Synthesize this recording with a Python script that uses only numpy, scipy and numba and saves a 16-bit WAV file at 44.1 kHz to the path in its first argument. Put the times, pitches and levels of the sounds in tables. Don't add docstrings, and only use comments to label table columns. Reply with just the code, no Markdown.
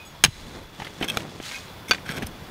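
import sys
import numpy as np
from scipy import signal
from scipy.fft import rfft, irfft
from scipy.io import wavfile
from scipy.ndimage import uniform_filter1d
from numba import njit

SR = 44100
rng = np.random.default_rng(int(sys.argv[2]) if len(sys.argv) > 2 else 0)


def log_audio(samples):
    frames = np.atleast_2d(samples).T
    limited = np.clip(frames, -1, 1)
    pcm = np.round(limited * 32767).astype(np.int16)
    wavfile.write(sys.argv[1], SR, pcm)


def linear_from_db(decibels):
    return 10 ** (np.asarray(decibels, float) / 20)


N = 110250
T = np.arange(N) / SR


def unit(x):
    return x / np.sqrt(np.mean(x ** 2))


def colour(x, points):
    hz, gain_db = np.array(points, float).T
    bin_hz = np.maximum(np.arange(len(x) // 2 + 1) * SR / len(x), 1)
    curve_db = np.interp(np.log(bin_hz), np.log(hz), gain_db, left=gain_db[0])
    return irfft(rfft(x) * linear_from_db(curve_db), len(x))


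def reson(x, hz, width_hz):
    b, a = signal.iirpeak(min(hz, 0.45 * SR), hz / width_hz, fs=SR)
    return signal.lfilter(b, a, x)


def body(x, modes, tilt_db=0):
    out = 0
    for hz, width_hz, level_db in modes:
        gain = linear_from_db(level_db + tilt_db * np.log2(hz / 3000)) / np.sqrt(width_hz)
        out = out + gain * reson(x, hz, width_hz)
    return out


def walk(rate_hz):
    hold = int(SR / rate_hz)
    steps = np.repeat(rng.standard_normal(N // hold + 1), hold)
    return 1.42 * uniform_filter1d(uniform_filter1d(steps, hold), hold)[:N]


def grains(per_s, spread_db):
    hit = rng.random(N) < per_s / SR
    size = linear_from_db(spread_db * np.minimum(rng.exponential(size=N), 5))
    return hit * size * np.sign(rng.standard_normal(N))


def add(out, start_s, x):
    i = max(int(start_s * SR), 0)
    out[i:i + len(x)] += x[:N - i]


# hz, level_db
WOOD_SPECTRUM = [(25, -13), (80, 0), (300, -8), (1000, -10), (4500, -21.5), (8000, -33.5), (15500, -29)]
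# hz, width_hz, level_db
CHORUS_BANDS = [(89.2, 11, -57), (160, 42, -58.5), (3427, 96, -56), ]


def wood():
    out = unit(colour(rng.standard_normal(N), WOOD_SPECTRUM)) * linear_from_db(-47 + 2.9 * walk(3.31))
    for hz, width_hz, level_db in CHORUS_BANDS:
        out = out + linear_from_db(level_db + 0.5 * walk(6.8)) * unit(reson(rng.standard_normal(N), hz, width_hz))
    wind_hz, wind_width_hz, wind_db, swing_db = 36, 38, -55, 10
    air = reson(rng.standard_normal(N), wind_hz, wind_width_hz)
    air = unit(reson(air, wind_hz, wind_width_hz))
    gust = np.exp(-((T - 0.45) / 0.27) ** 2) + 0.88 * np.exp(-((T - 2.3) / 0.2) ** 2)
    return out + air * linear_from_db(wind_db + 2 * swing_db * gust - swing_db)


# time_s, crumbs_db, clods_db
SOIL_MOVES = [(0, -59.5, -60.5), (.32, -52, -60), (0.549, -50.5, -36), (.72, -60, -60), (.8, -46, -40.5),
              (.95, -51, -45.5), (1.03, -47.5, -36), (1.2, -44, -35.5), (1.26, -51, -41.5),
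              (1.405, -49.5, -46), (1.46, -35.5, -56), (1.57, -42.5, -59), (1.75, -58.5, -60),
              (1.87, -67, -67), (1.94, -37.5, -40), (2.03, -58, -47), (2.15, -48, -35),
              (2.32, -54.5, -45.5)]
# hz, level_db
CRUMB_SPECTRUM = [(400, -8), (1200, 1), (4000, 2.5), (7500, -4.5), (15500, -20)]
# hz, level_db
CLOD_SPECTRUM = [(40, -22), (150, 4.5), (280, 0), (900, -9.5), (2500, -21), (9000, -66)]


def soil():
    time_s, crumbs_db, clods_db = np.array(SOIL_MOVES).T
    grain_decay = np.exp(-T[:200] / 0.00021)
    spray = np.convolve(np.abs(grains(per_s=4000, spread_db=3.7)), grain_decay)[:N]
    crumbs = unit(colour((unit(spray) + 0.5) * rng.standard_normal(N), CRUMB_SPECTRUM))
    clods = unit(colour(grains(per_s=1000, spread_db=1.7), CLOD_SPECTRUM))
    crumbs = crumbs * linear_from_db(np.interp(T, time_s, crumbs_db) + walk(31.13))
    clods = clods * linear_from_db(np.interp(T, time_s, clods_db) + 2 * walk(25.16))
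    return crumbs + clods


# start_s, peak_db, pitch_hz
PEBBLE_TICKS = [(.635, -53.5, 12500), (1.436, -39, 3200), (1.491, -35.5, 2410), (1.59, -43, 4500),
                (1.605, -49, 3600), (1.682, -42, 3500), (1.983, -37, 2110), (2.065, -47, 5340),
                (2.091, -40, 5400)]


def pebbles():
    out, t = np.zeros(N), T[:512]
    for start_s, peak_db, pitch_hz in PEBBLE_TICKS:
        width_hz = pitch_hz / 2.9
        burst = reson(rng.standard_normal(len(t)), pitch_hz, width_hz)
        burst = unit(reson(burst, pitch_hz, width_hz))
        add(out, start_s, linear_from_db(peak_db) * 2 * burst * np.exp(-t / 0.002))
    return out


# hz, width_hz, level_db
SING_MODES = [(2060, 420, 7.5), (3560, 300, 5), (3960, 58, 6.5), (4930, 130, -9), (5330, 26, -10),
              (6350, 84, -6), (6670, 73, -2), (7670, 130, -14), (7950, 52, -26), (8970, 94, -26)]
# time_s, level_db
SLIDE_LEVELS = [(.24, -62), (.29, -49), (.45, -52), (.62, -53), (.75, -72), (1.4, -65), (1.47, -42),
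                (1.6, -51.5), (1.72, -56), (1.82, -71)]


def sliding_hum():
    time_s, level_db = np.array(SLIDE_LEVELS).T
    grit = unit(grains(per_s=2500, spread_db=3.9)) + rng.standard_normal(N)
    return unit(body(grit, SING_MODES)) * linear_from_db(np.interp(T, time_s, level_db) + 2.0 * walk(25.1))


def thud(hz, cycles):
    t = T[:SR // 8] * hz
    wave = np.sin(2 * np.pi * t * (1 - 0.038 * np.minimum(t, 4)))
    return wave * np.exp(-t * 2 / cycles) * np.minimum(t * 4, 1)


# start_s, level_db, pitch_hz, decay_cycles
GROUND_THUDS = [(0.234, -45, 300, 1), (.252, -13.5, 176, 4.8), (0.2826, -12.5, 118, 1.8),
                (1.012, -18.5, 340, 4.2), (1.172, -16, 284, 1.8), (1.897, -23.5, 251, 2.7),
                (1.9105, -19.5, 423, 2.7), (2.098, -20.5, 190, 2.3), (2.229, -19.5, 250, 3.4),
                (2.244, -22.5, 88, 1.8), (1.4008, -21.5, 337, 1.6), (2.42, -28.5, 160, 1.7)]


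def thuds():
    out = np.zeros(N)
    for start_s, level_db, pitch_hz, cycles in GROUND_THUDS:
        add(out, start_s, linear_from_db(level_db) * thud(pitch_hz, cycles))
    return out


# hz, level_db
CRACK_SPECTRUM = [(200, -0.5), (1000, 3), (3000, 7), (7000, -10.5), (15000, -13)]


def crack(decay_s, tilt_db=0):
    t = T[:2048]
    x = colour(rng.standard_normal(len(t)), CRACK_SPECTRUM)
    x = colour(x, [(2000, 0), (16000, 3 * tilt_db)])
    decay = np.exp(-t / decay_s) + 0.14 * np.exp(-t / decay_s / 5)
    return 0.5 * unit(x) * decay * np.minimum(t / 0.00025, 1)


# start_s, peak_db, pitch_hz, thud_db (relative to peak_db)
STONE_KNOCKS = [(0.151, -33.5, 950, -21), (0.8, -20.5, 850, -18), (0.819, -19, 834, -9.5),
                (0.847, -23.5, 3310, -16.5), (0.851, -27, 1830, -17), (0.868, -21.5, 2060, -26),
                (1.011, -19.5, 730, -12.5), (1.026, -13, 3050, -10.5), (1.03, -12.5, 713, -21.5),
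                (1.043, -21.5, 3140, 0), (1.204, -27, 2260, -8), (1.4, -25, 670, -17),
                (1.513, -22.5, 2200, -33), (2.062, -25.5, 1550, -32), (2.082, -30, 2200, -31),
                (2.091, -16, 1640, -15.5), (2.177, -22.5, 1550, -8), (2.222, -18, 1680, -6.5),
                (2.232, -21, 783, -23)]


def knocks():
    out, t, decay_s = np.zeros(N), T[:2048], 0.0041
    for start_s, peak_db, pitch_hz, thud_db in STONE_KNOCKS:
        tick = np.sin(2 * np.pi * pitch_hz * t) * np.exp(-t / decay_s) * np.minimum(t / 0.00058, 1)
        splinter = linear_from_db(-6) * crack(1.7 * decay_s, tilt_db=3 * np.log2(pitch_hz / 4000))
        add(out, start_s, linear_from_db(peak_db) * (0.53 * tick + splinter))
        thud_hz = 216 * rng.uniform(0.71, 1.7)
        add(out, start_s, linear_from_db(peak_db + thud_db + 4.5) * thud(thud_hz, cycles=1.8))
    return out


# hz, width_hz, level_db
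GRATE_MODES = [(1594, 22, -5), (2210, 74, -1), (2500, 58, -13), (3200, 65, -12), (3520, 41, -6),
               (5400, 400, -10), (6080, 280, -9.5), (8130, 140, -14.5), (9530, 280, -14.5),
               (11030, 250, -19), (12900, 330, -17)]
SQUEAL_MODES = [(1640, 39, -8), (2606, 43, 0.5), (3237, 78, 3), (3440, 55, -8), (5260, 360, -13),
                (6000, 240, -14), (8180, 190, -10), (9400, 150, -19), (9990, 200, -19), (11300, 300, -29),
                (13100, 300, -17)]
DRAG_MODES = [(1590, 280, 1), (2200, 230, -1), (3180, 200, -3), (4080, 37, -24), (4500, 43, -24),
              (5400, 180, -11), (6550, 31, -23), (8070, 170, -12.5), (9980, 110, -16), (11200, 330, -18),
              (12100, 110, -25), (13300, 160, -19)]
# start_s, length_s, level_db, tilt_db_per_octave
GRATE_STROKES = [(1.035, 0.021, -38, 0), (1.512, 0.07, -40.5, -2), (1.88, 0.037, -38, 2.5),
                 (2.219, 0.022, -41.5, 2.5), (2.263, 0.015, -37, 9.5)]
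SHARD_STROKES = [
    (1.077, 0.036, -26.5, 0.1),
]
SOIL_STROKES = [(2.051, 0.032, -44, .1), (2.078, 0.043, -36.5, 0.12), (2.11, 0.084, -39, .1),
                (2.164, 0.019, -40, 2.5), (0.999, 0.054, -40, .1), (1.11, 0.1, -43, .1)]


def grating():
    out, t = np.zeros(N), T[:SR // 8]
    grit = unit(grains(per_s=2500, spread_db=7)) + 1.2 * rng.standard_normal(N)
    grit = grit * linear_from_db(2.4 * walk(200))
    kinds = ((GRATE_MODES, GRATE_STROKES), (SQUEAL_MODES, SHARD_STROKES), (DRAG_MODES, SOIL_STROKES))
    for modes, strokes in kinds:
        for start_s, length_s, level_db, tilt_db in strokes:
            i = int(start_s * SR)
            x = grit[i:i + len(t)]
            steel = body(x, modes, tilt_db)
            steel = steel / steel[:int(length_s * SR)].std()
            hiss = unit(colour(x, [(500, -2 * tilt_db), (4000, 0), (15000, 2 * tilt_db - 30)]))
            fade = np.clip(np.minimum(t / 0.0058, (length_s - t) / 0.0057), 0, 1)
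            add(out, start_s, linear_from_db(level_db) * (steel + linear_from_db(-17.5 + tilt_db) * hiss) * fade)
    return out


def ring(modes, damp=1, tilt_db=0, choke_s=1):
    hz, level_db, t60_s = np.array(modes, float).T[:, :, None]
    t = T[:SR // 3]
    phase = 2 * np.pi * rng.random((len(hz), 1))
    steps = np.repeat(rng.standard_normal((len(hz), 120)), 128, axis=1)
    rattle = uniform_filter1d(steps, size=128, axis=1)[:, :len(t)]
    gain = linear_from_db(level_db + tilt_db * np.log2(hz / 5000) + 2.5 * rattle)
    decay = np.exp(-np.log(1000) * t * damp / t60_s - (t / choke_s) ** 3)
    wave = np.sin(2 * np.pi * hz * t + phase + 0.1 * rattle)
    return (gain * decay * wave).sum(axis=0) * np.minimum(t / 0.00024, 1)


# hz, level_db, t60_s
FREE_MODES = [(1648, -12, 0.15), (2366, -7.5, 0.1), (2800, -7, 0.071), (3130, -4.5, 0.069),
              (4010, -2, 0.082), (4570, 5.5, 0.023), (5150, 2, 0.029), (6520, 6.5, 0.03),
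              (7900, -0.5, 0.028), (9300, -2, 0.04), (11060, -9, 0.036), (14400, -14, 0.05),
              (5900, -2, 0.0206)]
BURIED_MODES = [(716, -14.5, 0.096), (1320, -11, 0.072), (1550, -2.5, 0.11), (2210, -9.5, 0.044),
                (2437, -3.5, 0.071), (2646, -11.5, 0.04), (3446, -6, 0.098), (4570, -1, 0.05),
                (980, -20, 0.019), (6650, -16, 0.052), (3980, -27, .04), (5790, -13.5, 0.033),
                (6150, -12, .03), (5130, -21, .03)]
STONE_MODES = [(470, -3.5, 0.046), (760, -4.5, 0.025), (1334, -0.5, 0.035), (2370, 3, 0.039),
               (3470, 0, 0.021), (4000, -17, .1), (5150, -4.5, 0.025), (6630, -5.5, 0.026),
               (8164, -9, 0.026), (11500, -16.5, .025), ]
EDGE_MODES = [(2500, -8.5, 0.5), (5000, -6, 0.19), (6690, -4, 0.5), (7830, -7, 0.15), (8100, -15.5, 0.4),
              (9000, -9, .2), (10060, -13, .15), (11950, -16, 0.24), (13910, -18, 0.11)]
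# start_s, ring_db, crack_db, damping_factor
FREE_BLOWS = [
    (0.2386, -7.5, 6.5, 1.24),
    (0.24, -13, 0.5, 6.1),
    (0.2475, -5.5, 4.5, 2.05),
    (0.2592, -50, -8, 2.6),
    (0.2642, -52, -15, 3.3),
]
BURIED_BLOWS = [
    (1.9101, -10.5, -3, 0.84),
    (1.9152, -16, -5, 0.7),
    (1.9338, -30, -11, 1.4),
    (1.9468, -29, -16.5, 1.3),
]
STONE_BLOWS = [
    (1.1714, -15.5, -14.5, 1.87),
]
# start_s, level_db, tilt_db_per_octave
EDGE_TOUCHES = [
    (.001, -52, -19),
    (.050, -50.5, 5),
    (0.064, -53, 7.5),
    (1.545, -41.5, -13),
]


def blade():
    out, choke_s = np.zeros(N), 0.02
    kinds = ((FREE_MODES, FREE_BLOWS, 0), (BURIED_MODES, BURIED_BLOWS, -3), (STONE_MODES, STONE_BLOWS, 0))
    for modes, blows, crack_tilt_db in kinds:
        for start_s, ring_db, crack_db, damp in blows:
            add(out, start_s, linear_from_db(ring_db) * ring(modes, damp, choke_s=choke_s))
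            add(out, start_s, linear_from_db(crack_db) * crack(0.0022, crack_tilt_db))
    for start_s, level_db, tilt_db in EDGE_TOUCHES:
        add(out, start_s, linear_from_db(level_db) * ring(EDGE_MODES, 0.71, tilt_db, choke_s=3 * choke_s))
    return out


def trunk_echo(near):
    t, echo_db, t60_s = T[:SR // 2], -31.5, 0.43
    tail = rng.standard_normal(len(t)) * np.exp(-np.log(1000) * t / t60_s) * (t > 0.006)
    tail = tail / np.sqrt(np.sum(tail ** 2))
    return linear_from_db(echo_db) * signal.fftconvolve(colour(near, [(800, -17), (3000, 0.0)]), tail)[:N]


def stereo(mid):
    treble = signal.butter(2, 9000, "high", fs=SR, output="sos")
    side = linear_from_db(-25) * signal.sosfilt(treble, mid * np.sign(walk(2000)))
    side = side + linear_from_db(-38) * np.roll(colour(mid, [(500, -2), (2000, -5.5)]), 300)
    return np.array([mid + side, mid - side])


# hz, gain_db
GROUND_DIP = [(6800, -0.55), (7500, -2), (8200, -0.75)]


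def scene():
    near = blade() + knocks() + thuds() + grating()
    dug = colour(near + trunk_echo(near) + soil(), GROUND_DIP)
    return stereo(dug + wood() + pebbles() + sliding_hum())


@njit
def follow(x, attack, release):
    e, out = 0., np.empty(len(x))
    for i in range(len(x)):
        e += (x[i] - e) * (attack if x[i] > e else release)
        out[i] = e
    return out


def band_limit(x):
    return signal.sosfilt(signal.butter(12, 15650, fs=SR, output="sos"), x)


def record(dry):
    duck_from_db, duck_ratio, attack_s, release_s = -19.5, 1.564, 0.0031, 0.073
    peak = follow(np.abs(dry).max(axis=0), 1 / (attack_s * SR), 1 / (release_s * SR))
    gain = np.minimum(linear_from_db(duck_from_db) / (peak + 1e-9), 1) ** (1 - 1 / duck_ratio)
    x = np.clip(dry * gain, -1, 1)
    x = signal.sosfilt(signal.ellip(8, 0.2, 40, 15700, fs=SR, output="sos"), x)
    return band_limit(np.clip(x, -1, 1))


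dry = scene()
out = record(dry)
log_audio(out)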